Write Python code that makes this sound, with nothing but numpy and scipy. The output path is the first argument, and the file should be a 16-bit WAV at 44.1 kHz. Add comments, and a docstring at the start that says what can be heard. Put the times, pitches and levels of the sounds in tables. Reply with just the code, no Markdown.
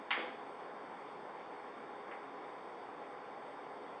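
"""A quiet club room, with snooker balls at the far end of the table from a small, dull microphone.
Two hard balls meet in one sharp clack that comes back off the walls and ceiling. Just after it a ball
thumps into the rubber cushion and sets the wooden rail ringing; two seconds after the clack, two balls
touch softly. Behind it all the ventilation rushes and hums, with a thin electrical whine."""
import sys
import numpy as np
from scipy import signal
from scipy.fft import rfft, irfft
from scipy.io import wavfile
from scipy.ndimage import uniform_filter1d

SR = 44100
rng = np.random.default_rng(int(sys.argv[2]) if len(sys.argv) > 2 else 0)


def to_wav(s):
    """Save 16-bit WAV."""
    ch = np.atleast_2d(s).T  # columns
    pcm = np.round(np.clip(ch, -1, 1) * 32767)  # PCM
    wavfile.write(sys.argv[1], SR, pcm.astype(np.int16))


N = 176400

# ball on ball, a slower touch lasting longer and sounding duller:
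# t/s, level/dB, contact corner f/Hz, relative reverberation level/dB, relative ringing level/dB
BALL_CONTACTS = [(0.1073, 2.5, 4640, 3, -51.5), (2.1133, -12, 2440, -2.5, -46)]
# colour of a clack on the short paths to the microphone: f/Hz, level/dB
CLACK_NEAR_COLOUR = [(100, -41), (400, -20.5), (620, -12), (800, 0), (1080, 3.5), (1800, 2), (2300, 0),
                     (3100, 2), (3600, -4), (4300, -14), (5000, -36), (5600, -35), (9000, -31)]
# colour of a clack after many bounces round the room: f/Hz, level/dB
CLACK_DIFFUSE_COLOUR = [(100, -40), (550, -13.5), (1000, 2), (1550, 2), (1850, 3.5), (2200, 8), (2650, -2),
                        (3350, -1), (3750, -9.5), (4400, -16.5), (4900, -19), (5400, -43), (9000, -58)]
# ball on cushion: t/s, level/dB
CUSHION_HITS = [(0.177, 1.5)]
# colour of the rubber and its wooden rail: f/Hz, level/dB
CUSHION_COLOUR = [(40, -51), (110, -36.5), (170, -17), (240, 2), (340, -2), (490, 4.5), (750, 2.5),
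                  (1200, -7.5), (4000, -62), (9000, -86)]
# modes of the rail and table frame: f/Hz, level/dB, t60/s
RAIL_RESONANCES = [(238, -2.5, 0.39), (279, -3.5, 0.36), (330.4, -2.5, 0.58), (415, -4.5, .35),
                   (510, -5, 0.91)]
# resonances of the room and its fittings: f/Hz, level/dB, t60/s
ROOM_RESONANCES = [(1066, -3, 0.32), (1292, -11.5, 0.63), (1382, -4, 0.61), (1620, -2, 0.95),
                   (2005, -9.5, 0.55), (1910, -5, .35), (2050, 2.5, 0.5), (2224, 4.5, 0.3),
                   (2530, -7.5, 0.66), (3140, -9, .35), (3130, -11, 0.34), (3240, -8, 0.35)]
# early reflections, the first off the nearby cloth or cushion, the rest off walls and ceiling: delay/s,
# level/dB
EARLY_ECHOES = [(.0005, -3), (.0026, 4.5), (.0046, -5.5), (.0066, 2.5), (.0075, 4.5), (0.0092, -8),
                (0.0141, -2.5), (0.019, -11), (0.0197, -3.5), (0.023, -9), (0.0247, -3), (.0286, -4),
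                (.0348, -5), (0.038, -12)]
# the room's decay: f/Hz, t60/s
ROOM_DECAY = [(250, 0.87), (1000, 0.64), (2200, 0.53), (3500, 0.61), (4700, 0.68)]
# colour of the ventilation's rush: f/Hz, level/dB
AIR_COLOUR = [(20, -56.5), (45, -41), (80, -35), (118, -20.5), (170, -13), (250, -7.5), (380, -3.5),
              (500, -1.5), (640, -4.5), (810, 1), (920, -3.5), (1060, -2), (1280, -10), (1700, -12.5),
              (2250, -15), (2550, -24), (3000, -25.5), (3550, -22.5), (3800, -28.5), (4600, -30.5),
              (5600, -39.5), (7300, -47), (9500, -58)]
# fan and mains tones: f/Hz, level/dB, width/Hz, steadiness (0 swells freely, 0.5 holds its level)
HUM_TONES = [(61.3, -89.5, 0.41, .4), (276.8, -68.5, 5.5, .3), (414.8, -62.5, 4.1, 0.22),
             (498.6, -64, 16, 0.26), (808, -62.5, 15, 0.057), (832, -67, 16, .05), (1004, -66, 2.3, .4),
             (1234, -76.5, 3.5, .4), (1319, -74.5, 3.3, 0.32), (1362, -71, 3.7, 0.36)]


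def amp(db):
    """Decibels to gain."""
    return 10 ** (np.asarray(db) / 20)


def unit_rms(x):
    """Scales to an rms of one."""
    return x / np.sqrt(np.mean(abs(x) ** 2) + 1e-20)


def curve_at(points, hz):
    """Reads a table on a log-frequency axis."""
    f, value = np.transpose(points)
    return np.interp(np.log(hz + 1), np.log(f + 1), value)


def add(mix, start_s, sound):
    """Mixes a sound in at its start time."""
    part = mix[max(round(start_s * SR), 0):][:len(sound)]
    part += sound[:len(part)]


def ball_clacks():
    """Two hard balls meet in one short pulse; at this distance echoes and the room draw it out."""
    out = np.zeros(N)
    paths = short_paths()
    for start_s, db, corner_hz, reverb_db, ring_db in BALL_CONTACTS:
        early = signal.fftconvolve(pulse(CLACK_NEAR_COLOUR, corner_hz), paths)
        diffuse = signal.fftconvolve(pulse(CLACK_DIFFUSE_COLOUR, corner_hz), reverberation(ROOM_DECAY))
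        fittings = ringing(ROOM_RESONANCES, rise_s=0.0047, corner_hz=corner_hz)
        add(out, start_s, amp(db) * early)
        add(out, start_s, amp(db + reverb_db) * diffuse)
        add(out, start_s, amp(db + ring_db) * fittings)
    return out


def cushion_thump(t60_s=0.53, direct_db=-8.5, rail_db=-46.5):
    """A ball pushes into the rubber: a low knock, its wash in the room, and the wooden rail ringing."""
    out = np.zeros(N)
    for start_s, db in CUSHION_HITS:
        room = reverberation([(1, t60_s)])  # one decay time for all bands
        room[0] += amp(direct_db)
        add(out, start_s, amp(db) * signal.fftconvolve(pulse(CUSHION_COLOUR), room))
        add(out, start_s, amp(db + rail_db) * ringing(RAIL_RESONANCES, rise_s=0.012))
    return out


def contact_gain(hz, corner_hz):
    """The finite length of a contact cuts off the treble above the corner."""
    return 1 / np.sqrt(1 + (hz / corner_hz) ** 12)


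def pulse(colour, corner_hz=np.inf, size=4096):
    """One blow: a causal pulse of the given colour, rolled off by the contact time."""
    hz = abs(np.fft.fftfreq(size, 1 / SR))
    gain = amp(curve_at(colour, hz)) * contact_gain(hz, corner_hz)
    minimum_phase = np.exp(np.conj(signal.hilbert(np.log(gain + 1e-5))))
    return np.fft.ifft(minimum_phase).real[:size // 2]


def ringing(modes, rise_s, corner_hz=np.inf):
    """Resonances swell up after a blow and die away."""
    t = np.arange(SR) / SR
    rings = np.zeros(SR)
    for hz, db, t60 in modes:
        envelope = contact_gain(hz, corner_hz) * amp(db - 60 * t / t60)
        rings += envelope * np.sin(2 * np.pi * (hz * t + rng.random()))
    return (1 - np.exp(-t / rise_s)) * rings


def short_paths(direct_db=-6.5, echo_db=-9.5):
    """Sound reaches the microphone straight down the table, then off the nearby cloth or cushion, the walls and
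    ceiling."""
    paths = np.zeros(SR // 10)
    paths[0] = amp(direct_db)
    for delay_s, db in EARLY_ECHOES:
        add(paths, delay_s, amp(echo_db + db) * reflection())
    return paths


def reflection(smear_s=0.00096, scattered_share=0.66, band_hz=4017, size=128):
    """One bounce off an uneven surface: a mirror image and a brief scattered smear."""
    smear = rng.standard_normal(size) * np.exp(-np.arange(size) / SR / smear_s)
    smear = signal.lfilter(*signal.butter(2, 4000, fs=SR), smear)
    in_band = abs(rfft(smear))[np.fft.rfftfreq(size, 1 / SR) < band_hz]
    bounce = smear * np.sqrt(scattered_share / np.mean(in_band ** 2))
    bounce[0] += np.sqrt(1 - scattered_share)  # the mirror image
    return bounce


def reverberation(decay, rise_s=0.0079, size=256):
    """The room's diffuse tail, of energy one: dense reflections dying by each band's decay time."""
    reflections = rng.choice([-1., 1.], SR) * (rng.random(SR) < .2)
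    hz, t, bands = signal.stft(reflections, SR, nperseg=size)
    fade = amp(-60 * t / curve_at(decay, hz)[:, None])
    tail = signal.istft(bands * fade, SR, nperseg=size)[1][:SR]
    tail *= 1 - np.exp(-np.arange(SR) / SR / rise_s)
    return tail / np.linalg.norm(tail)


def ventilation(level_db=-49, turbulence_db=1.06, size=2048):
    """Room tone: a steady rush of air with slight turbulent patches."""
    hz = np.fft.rfftfreq(size, 1 / SR)
    hop = size // 4
    real, imag, patches = rng.standard_normal((N // hop + 5, len(hz), 3)).T
    patches = uniform_filter1d(patches, size=14, axis=0)  # smooth across frequency
    patches = unit_rms(uniform_filter1d(patches, size=6, axis=1))  # and across time
    bands = (real + 1j * imag) * amp(curve_at(AIR_COLOUR, hz)[:, None] + turbulence_db * patches)
    air = signal.istft(bands, nperseg=size, noverlap=size - hop)[1][:N]
    return amp(level_db) * unit_rms(air)


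def fan_hum():
    """Fan and mains tones, each wandering in phase and level."""
    t = np.arange(N) / SR
    hum = np.zeros(N)
    for hz, db, width_hz, steadiness in HUM_TONES:
        wander = drift(width_hz)
        wander /= (1 + abs(wander) ** 2) ** steadiness  # evens out the largest swells
        hum += amp(db) * unit_rms((wander * np.exp(2j * np.pi * hz * t)).real)
    return hum


def electrical_whine(hz=8236, level_db=-86.5, waver_db=1.8):
    """One thin electrical tone, far back, its level flickering."""
    flicker = unit_rms(drift(width_hz=20).real)
    tone = unit_rms(np.cos(2 * np.pi * hz * np.arange(N) / SR))
    return amp(level_db + waver_db * flicker) * tone


def drift(width_hz):
    """A slow complex random wander of rms one."""
    hz = np.fft.fftfreq(N, 1 / SR)
    phases = np.exp(2j * np.pi * rng.random(N))
    return unit_rms(np.fft.ifft(phases / (1 + (2 * hz / width_hz) ** 2)))


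def scene():
    """The table over the room tone, in mono at the microphone's position."""
    return (ball_clacks() + cushion_thump() + ventilation() + fan_hum() + electrical_whine())[None]


def record(dry):
    """The sound has one narrow notch near 4 kHz and loses the top of the treble."""
    notch_hz, half_width_hz, depth_db, top_hz = 4017, 174, -21, 9560
    hz = np.fft.rfftfreq(2 * N, 1 / SR)
    notch = amp(depth_db * np.exp(-((hz - notch_hz) / half_width_hz) ** 2))
    coloured = irfft(rfft(dry, 2 * N) * notch)[:, :N]
    lowpass = signal.firwin(511, top_hz, window=("kaiser", 9), fs=SR)
    return signal.oaconvolve(coloured, lowpass[None], "same")


dry = scene()
out = record(dry)
to_wav(out)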